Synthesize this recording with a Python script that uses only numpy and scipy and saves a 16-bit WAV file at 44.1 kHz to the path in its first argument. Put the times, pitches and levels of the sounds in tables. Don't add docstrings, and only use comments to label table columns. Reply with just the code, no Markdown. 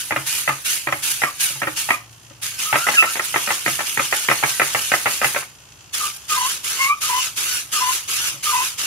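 import sys
import numpy as np
from scipy import signal
from scipy.fft import rfft, irfft, next_fast_len
from scipy.io import wavfile
from scipy.ndimage import uniform_filter1d

SR = 44100
rng = np.random.default_rng(int(sys.argv[2]) if len(sys.argv) > 2 else 0)


def digitize_waveform(pressure):
    field = np.atleast_2d(pressure).T
    bounded = np.clip(field, -1, 1)
    quanta = np.round(bounded * 32767).astype(np.int16)
    wavfile.write(sys.argv[1], SR, quanta)


N = 390726
TIME_S = np.arange(N) / SR

# start_s, end_s, carry_effort_db, hiss_db, growl_db, scrape_db
GAITS = [(-0.1, 1.937, -37, -0.8, -0.5, -20.5), (2.411, 5.405, -34, -2, -0.6, -18),
         (5.921, 8.86, -42.5, -3.5, -2, -15)]
# start_s, effort_db, hold_s, fall_db_per_s
LEG_SWINGS = [(-0.1, -18.5, 0.056, 136), (0.253, -20.5, .11, 80), (0.641, -19, 0.087, 134),
              (1.018, -20, 0.06, 79), (1.389, -19.5, 0.077, 126), (1.758, -20, 0.023, 105),
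              (2.408, -24, 0.057, 163), (2.578, -21.5, 0.078, 118), (5.365, -28, 0.014, 228),
              (5.923, -22, .15, 214)]
# start_s, effort_db, hold_s
TROT_PUSHES = [(2.729, -25.5, 0.12), (2.88, -22.5, 0.067), (3.031, -27, 0.12), (3.213, -22, 0.029),
               (3.338, -26.5, 0.13), (3.482, -23, 0.05), (3.64, -24, 0.11), (3.83, -22.5, 0.07),
               (3.978, -24.5, 0.047), (4.105, -23.1, 0.13), (4.275, -25.9, 0.1), (4.438, -22, 0.07),
               (4.601, -25.5, 0.12), (4.749, -23.0, 0.094), (4.915, -25.5, 0.11), (5.055, -23, 0.091),
               (5.216, -20, 0.031)]
# start_s, effort_db, hold_s
TWISTS = [(6.279, -22, 0.25), (6.629, -21.5, 0.22), (7.004, -21.5, 0.25), (7.357, -21, 0.2),
          (7.714, -21, 0.25), (8.072, -21, 0.21), (8.423, -20.5, 0.24), (8.773, -21.5, 0.2)]
# start_s, first_foot_db, lag_s, second_foot_db, thud_db
LANDINGS = [(0.107, -11, 0.054, -9, 10.5), (0.476, -8.5, 0.015, -8.5, 3.5),
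            (0.871, -12.5, 0.053, -10.5, 6.5), (1.218, -11, 0.017, -7.5, -4),
            (1.502, -35.5, 0.054, -36, 21), (1.617, -11, .053, -10.5, 7.5), (1.888, -11.5, .017, -7, -3),
            (2.306, -41, .02, -57, 26), (2.727, -6.5, .029, -7, 1), (2.867, -8.5, .019, -7, -5),
            (2.938, -16, 0.0084, -30, -17), (3.024, -7.5, .017, -9, -13), (3.155, -15, .039, -10, -12),
            (3.341, -11, 0.018, -7, -5), (3.474, -12.5, 0.031, -8, -5.5), (3.661, -10, 0.016, -10, 6),
            (3.79, -12, 0.015, -13, -9), (3.973, -9.5, 0.021, -7.5, 2), (4.125, -8, .012, -14.5, -3),
            (4.286, -6.5, .027, -7, 1), (4.427, -13, 0.0086, -5, 1), (4.597, -6, 0.019, -6.5, -1),
            (4.747, -7.5, 0.013, -22, -1), (4.917, -4.5, 0.02, -6.5, -3), (5.057, -5, 0.012, -12.5, -1.5),
            (5.215, -9.5, .029, -5, -2.5), (5.346, -16.5, 0.015, -9.5, -3), (5.424, -24, .01, -47, -11),
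            (8.325, -46, 0.034, -46, 33)]
# pitch_hz, level_db, t60_s
TABLE_MODES = [(135.5, -18.5, 0.18), (317.7, -17, 0.11), (566, -15.5, 0.076), (856, -14.5, 0.13),
               (1153, -10.5, 0.081), (1250, -4, 0.057), (1326, -6.5, 0.064), (2013, -0.5, 0.033),
               (2205, -2.5, 0.02), (2400, -23, 0.12), (2620, -10.5, 0.04)]
# start_s, end_s, first_hz, last_hz, level_db, octave_relative_db
SKIDS = [(.49, 0.531, 1308, 1238, -24, -14), (1.236, 1.29, 1410, 1170, -25, -11),
         (1.909, 1.956, 1302, 1240, -23.5, -3), (2.658, 2.863, 1244, 1460, -27.5, -23),
         (2.947, 2.973, 1734, 1670, -23.5, -25), (2.976, 3.014, 1395, 1334, -19.5, 9.5),
         (3.026, 3.095, 1355, 1378, -23.5, -20), (5.999, 6.077, 1267, 1242, -26.5, -19.5),
         (6.796, 6.88, 1085, 1130, -24, 3.5), (6.885, 6.935, 1200, 1215, -16.5, -6)]
# start_s, high_note_db, low_note_db
DRAGS = [(6.304, -20, -22), (7.031, -30.5, -22), (7.747, -26, -21), (8.463, -22, -21)]
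# frequency_hz, gain_db
ROOM_SPECTRUM = [(25, -29), (40, -25), (62, -3), (85, -5), (115, -2), (150, -2.5), (190, -14.5),
                 (320, -13.5), (500, -18), (1000, -10)]
GEAR_SPECTRUM = [(300, -27), (600, -64), (900, -5), (1150, -19), (1450, 0.5), (1900, -3), (2700, 5),
                 (3400, 2), (3900, -1), (5200, 1.5), (5800, 1), (6600, 5.5), (8000, -1.5), (9500, -23)]
BRUSH_SPECTRUM = [(7000, -23), (8500, -3), (9500, -0.5), (10900, 0.5), (12500, -5), (14000, -10.5),
                  (15800, -16.5)]
SCRAPE_SPECTRUM = [(60, -18), (150, -18.5), (330, -0.5), (450, -1.5), (750, -4.5), (950, 1.5), (1300, 13.5),
                   (2200, -28), (5000, -39)]
KNOCK_SPECTRUM = [(60, -22.5), (130, -12), (250, 0), (600, 6), (1200, 8.5), (1900, 10), (2500, 7.5),
                  (3100, -0.5), (3800, -8.5), (6000, -42), (15000, -16)]
# frequency_hz, correlation
MIC_CORRELATION = [(100, 0.86), (600, 0.6), (1300, 0.21), (3000, 0.49), (6000, -0.5), (15000, 0)]
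# frequency_hz, left_minus_right_db
MIC_BALANCE = [(60, 0), (130, 1.5), (250, 0.5), (500, 3.5), (1100, 1.5), (2300, -2), (3300, -1.5),
               (5000, 1.5), (6300, 5.5), (8500, -5.5), (14000, -6.5)]

SPIN_UP_S, SETTLE_DB_PER_S = 0.02, 170


def from_db(db):
    return 10 ** (np.asarray(db) / 20)


def unit_rms(x):
    return x / np.sqrt(np.mean(np.atleast_2d(x).mean(axis=0) ** 2) + 1e-20)


def at_hz(points, hz):
    knots_hz, values = np.transpose(points)
    return np.interp(np.log(hz + 1), np.log(knots_hz), values)


def drift(rate_hz):
    knots = rng.standard_normal(int(TIME_S[-1] * rate_hz) + 2)
    return unit_rms(np.interp(TIME_S * rate_hz, np.arange(len(knots)), knots))


def convolve(x, response):
    return signal.oaconvolve(np.atleast_2d(x), np.atleast_2d(response), axes=1)[:, :N]


def butterworth(x, order, cutoff_hz, kind="low"):
    return signal.sosfilt(signal.butter(order, cutoff_hz, kind, fs=SR, output="sos"), x)


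def colour(x, spectrum, size=4096):
    gain = from_db(at_hz(spectrum, np.fft.rfftfreq(size, 1 / SR)))
    cepstrum = irfft(np.log(gain))
    cepstrum[1:size // 2] *= 2
    cepstrum[size // 2 + 1:] = 0
    return convolve(x, irfft(np.exp(rfft(cepstrum))))


def stereo_noise(size):
    padded = next_fast_len(size, real=True)
    alike = np.clip(at_hz(MIC_CORRELATION, np.fft.rfftfreq(padded, 1 / SR)), -1, 1)
    mid, side = rfft(rng.standard_normal((2, padded)))
    spectra = np.sqrt((1 + alike) / 2) * mid + np.sqrt((1 - alike) / 2) * side * [[1], [-1]]
    return irfft(spectra, padded)[:, :size]


def reflections(x, near_db, near_t60_s, room_db, room_t60_s=0.26, size=16384):
    t = np.arange(size) / SR
    response = np.zeros((2, size))
    response[:, 0] = 1
    for level_db, t60_s in (near_db, near_t60_s), (room_db, room_t60_s):
        fade = from_db(-60 * t / t60_s) * (t > .0008)
        response += from_db(level_db) * stereo_noise(size) * fade / np.linalg.norm(fade)
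    return convolve(x, response)


def ring(clicks, hz, t60_s):
    radius, angle = from_db(-60 / (t60_s * SR)), 2 * np.pi * hz / SR
    return signal.lfilter([0, np.sin(angle)], [1, -2 * radius * np.cos(angle), radius ** 2],
                          clicks + 1e-18)


def pulses(rate_hz, uneven_db):
    cycles = np.cumsum(rate_hz) / SR
    at = np.flatnonzero(np.diff(np.floor(cycles)))
    early_share = cycles[at + 1] % 1 * SR / rate_hz[at + 1]
    strength = from_db(uneven_db * np.clip(rng.standard_normal(N)[at], -2, 2))
    clicks = np.zeros(N)
    clicks[at] += strength * early_share
    clicks[at + 1] += strength * (1 - early_share)
    return unit_rms(clicks - uniform_filter1d(clicks, size=441))


def burst(start_s, hold_s, fall_db_per_s, attack_s=SPIN_UP_S):
    t = TIME_S - start_s
    return np.clip(t / attack_s, 0, 1) * from_db(-fall_db_per_s * np.clip(t - hold_s, 0, 1))


def room_tone(level_db=-52):
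    rumble = butterworth(colour(stereo_noise(N), ROOM_SPECTRUM), order=2, cutoff_hz=1000)
    return from_db(level_db) * unit_rms(rumble)


def holding_buzz(frame_hz=58.4, level_db=-52.5):
    ticks = pulses(frame_hz * (1 + 0.0072 * drift(20)), uneven_db=2.5)
    ticks = reflections(ticks, near_db=10, near_t60_s=.04, room_db=8)
    return from_db(level_db) * unit_rms(colour(ticks, GEAR_SPECTRUM))


def servo_effort_db(idle_db=-51.5, jolt_db=-24):
    gates = [burst(start_s, end_s - start_s, SETTLE_DB_PER_S) for start_s, end_s, *_ in GAITS]
    carrying = sum(from_db(db) * gate for gate, (_, _, db, *_) in zip(gates, GAITS))
    swings = [from_db(db) * burst(start_s, hold_s, fall) for start_s, db, hold_s, fall in LEG_SWINGS]
    jolts = [from_db(db + jolt_db) * burst(start_s + lag_s - SPIN_UP_S, hold_s=0.063, fall_db_per_s=160)
             for start_s, _, lag_s, db, _ in LANDINGS]
    moves = [*swings, *jolts, *trot_pushes(), *twist_pushes()]
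    move_power = sum(gates) ** 2 * sum(move ** 2 for move in moves)
    return 10 * np.log10(from_db(idle_db) ** 2 + carrying ** 2 + move_power)


def gait_colour_db():
    rows = [(s, *tone_db) for start_s, end_s, _, *tone_db in GAITS for s in (start_s, end_s)]
    knots_s, *columns = np.transpose(rows)
    return [np.interp(TIME_S, knots_s, column) for column in columns]


def gear_train(tooth_hz, sweep, surge_db=3):
    wander = (.02 + .1 * (1 - sweep)) * drift(12)
    jitter = .006 * drift(300)
    teeth = pulses(tooth_hz * (1 + wander + jitter), uneven_db=3)
    surge = from_db(surge_db * drift(18))
    return surge * unit_rms(reflections(teeth, near_db=6, near_t60_s=0.039, room_db=1))


def pinion_whine(speed, top_mesh_hz=2950, flicker_db=5, pinions=2):
    whine = np.zeros((2, N))
    for _ in range(pinions):
        mesh_hz = top_mesh_hz * speed * (1 + .04 * drift(12) + .016 * drift(500))
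        phase = 2 * np.pi * np.cumsum(mesh_hz) / SR
        for harmonic in (1, 2, 3):
            tone = from_db(flicker_db * drift(22)) * np.sin(harmonic * phase) / np.sqrt(harmonic)
            whine += [tone, np.roll(tone, rng.integers(2, 14))]
    return unit_rms(whine)


def table_echo(x, delay_s=0.000604, log_spread=0.367, gain=0.43):
    echoes = [np.interp(TIME_S - delay_s * np.exp(log_spread * drift(9)), TIME_S, side) for side in x]
    return x + gain * np.array(echoes)


def servos(base_speed=.58, throb_hz=37, whine_db=-6.5, gear_db=-5, brush_db=-6, feet_db=-3):
    effort_db = servo_effort_db()
    hiss_db, growl_db, scrape_db = gait_colour_db()
    sweep = twist_sweep()
    speed = base_speed + (1 - base_speed) * sweep
    teeth = sum(gear_train(top_hz * speed, sweep) for top_hz in np.geomspace(340, 1480, num=4))
    friction = unit_rms(stereo_noise(N) * from_db(2 * drift(900)))
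    whine = from_db(whine_db) * sweep ** 2 * pinion_whine(speed)
    throb = 1 + 0.079 * np.sin(2 * np.pi * throb_hz * TIME_S)
    rattle = table_echo(unit_rms(teeth) + friction + whine) * throb

    gears = unit_rms(colour(rattle * from_db(.7 * drift(70)), GEAR_SPECTRUM))
    growl = butterworth(gears, order=2, cutoff_hz=3300)
    growl_gain = from_db(growl_db + 0.054 * (effort_db - effort_db.mean()))
    gears = from_db(gear_db) * (gears + (growl_gain - 1) * growl)
    brushes = from_db(hiss_db + brush_db + 1.1 * drift(55)) * unit_rms(colour(rattle, BRUSH_SPECTRUM))
    grit = stereo_noise(N) * from_db(1.76 * drift(70))
    scrape = from_db(scrape_db + feet_db) * unit_rms(colour(grit, SCRAPE_SPECTRUM))
    return from_db(effort_db) * (gears + brushes + scrape)


def touches(max_wait_s=.025, rebound_s=.014, rebound_db=-2.5):
    for start_s, first_db, lag_s, second_db, thud_db in LANDINGS:
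        yield start_s, first_db, thud_db
        if lag_s > max_wait_s:
            yield start_s + rebound_s, first_db + rebound_db, thud_db
        yield start_s + lag_s, second_db, thud_db


def foot(taps, chatter_s=.0028, bounce_db=-5, loss_db=2, knock_db=14, modes_db=-12, hits=7):
    start_s, level_db, thud_db = np.transpose(taps)
    gaps_s = chatter_s * rng.uniform(0.292, 1.7, (len(taps), hits))
    gaps_s[:, 0] = .001
    at = ((start_s[:, None] + np.cumsum(gaps_s, axis=1)) * SR).astype(int)
    sizes = from_db(bounce_db - loss_db * np.arange(hits) + rng.normal(0, 1.3, at.shape))
    sizes *= rng.choice([-1, 1], at.shape)
    sizes[:, 0] = 1
    knocks = np.bincount(at.ravel(), (sizes * from_db(level_db)[:, None]).ravel(), N)
    sound = from_db(knock_db) * colour(knocks, KNOCK_SPECTRUM)
    for hz, mode_db, t60_s in TABLE_MODES:
        weight_db = thud_db / (1 + (hz / 700) ** 2)
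        blows = from_db(level_db + modes_db + mode_db + weight_db + rng.normal(0, 2.4, len(taps)))
        blows *= rng.choice([-1, 1], len(taps))
        sound += ring(np.bincount(at[:, 0], blows, N), hz, t60_s)
    return reflections(sound, near_db=1.5, near_t60_s=0.029, room_db=-2)


def feet():
    taps = list(touches())
    steps = np.zeros((2, N))
    for k, lag_samples in enumerate([-6, 2, -2, 5]):
        left, right = foot(taps[k::4])
        steps += [left, np.roll(right, lag_samples)]
    return butterworth(steps, order=4, cutoff_hz=95, kind="high")


def squeaks(gain_db=0.3, edge_s=.019, sag_share=0.0349):
    waver = 1 + .012 * drift(60) + .018 * drift(450)
    tones = np.zeros(N)
    for start_s, end_s, first_hz, last_hz, db, octave_db in [*SKIDS, *drag_notes()]:
        during = (TIME_S > start_s - edge_s / 2) & (TIME_S < end_s + edge_s)
        t = TIME_S[during]
        grip = np.clip(np.minimum(t - t[0], (t[-1] - t) / 2) / edge_s, 0, 1)
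        sag = 1 - sag_share * np.sin(np.pi * (t - start_s) / (end_s - start_s))
        pitch_hz = np.interp(t, [start_s, end_s], [first_hz, last_hz]) * sag * waver[during]
        phase = 2 * np.pi * np.cumsum(pitch_hz) / SR
        tones[during] += grip * from_db(db) * (np.sin(phase) + from_db(octave_db) * np.sin(2 * phase))
    flutter_db = 2.7 * np.clip(drift(190), -2.5, 1.2)
    tones *= np.sqrt(2) * from_db(gain_db + flutter_db)
    left, right = reflections(tones, near_db=-14, near_t60_s=.03, room_db=-10)
    return np.array([left, np.roll(right, 6)])


def strain_hum(start_s=1.96, end_s=2.53, hum_hz=115, level_db=-52):
    gain = from_db(level_db + 1.5 * drift(20)) * burst(start_s, end_s - start_s, SETTLE_DB_PER_S)
    return gain * np.sqrt(2) * np.sin(2 * np.pi * hum_hz * TIME_S)


def trot_pushes():
    for start_s, db, hold_s in TROT_PUSHES:
        yield from_db(db) * burst(start_s, hold_s, fall_db_per_s=76, attack_s=0.042)


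def twist_pushes(out_db_per_s=-7.5, back_db_per_s=8, coast_at_s=0.14, coast_width_s=0.049, coast_db=-2.5):
    for k, (start_s, db, hold_s) in enumerate(TWISTS):
        t = np.clip(TIME_S - start_s, 0, hold_s)
        slope_db = (back_db_per_s if k % 2 else out_db_per_s) * (t - hold_s / 2)
        dip_db = coast_db * np.exp(-((t - coast_at_s) / coast_width_s) ** 2)
        yield from_db(db + slope_db + dip_db) * burst(start_s, hold_s, fall_db_per_s=185)


def twist_sweep(length_s=.32):
    sweep = np.zeros(N)
    for start_s, *_ in TWISTS:
        during = (TIME_S > start_s) & (TIME_S < start_s + length_s)
        sweep[during] = np.abs(np.sin(np.pi * (TIME_S[during] - start_s) / length_s)) ** (2 / 3)
    return sweep


def drag_notes(high_hz=(1280, 1233), low_hz=(1005, 1050), drop_after_s=.064, low_s=.102, octave_db=-14):
    for start_s, high_db, low_db in DRAGS:
        drop_s = start_s + drop_after_s
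        yield start_s, drop_s - .008, *high_hz, high_db, octave_db
        yield drop_s, drop_s + low_s, *low_hz, low_db, octave_db


def scene():
    return servos() + holding_buzz() + strain_hum() + feet() + squeaks() + room_tone()


def record(dry, lag_samples=2, cutoff_hz=15700):
    left = colour(dry[0], [(hz, db / 2) for hz, db in MIC_BALANCE])[0]
    right = colour(dry[1], [(hz, -db / 2) for hz, db in MIC_BALANCE])[0]
    right = np.pad(right, (lag_samples, 0))[:N]
    lowpass = signal.ellip(12, .1, 80, cutoff_hz, fs=SR, output="sos")
    return signal.sosfilt(lowpass, np.clip([left, right], -1, 1))


dry = scene()
out = record(dry)
digitize_waveform(out)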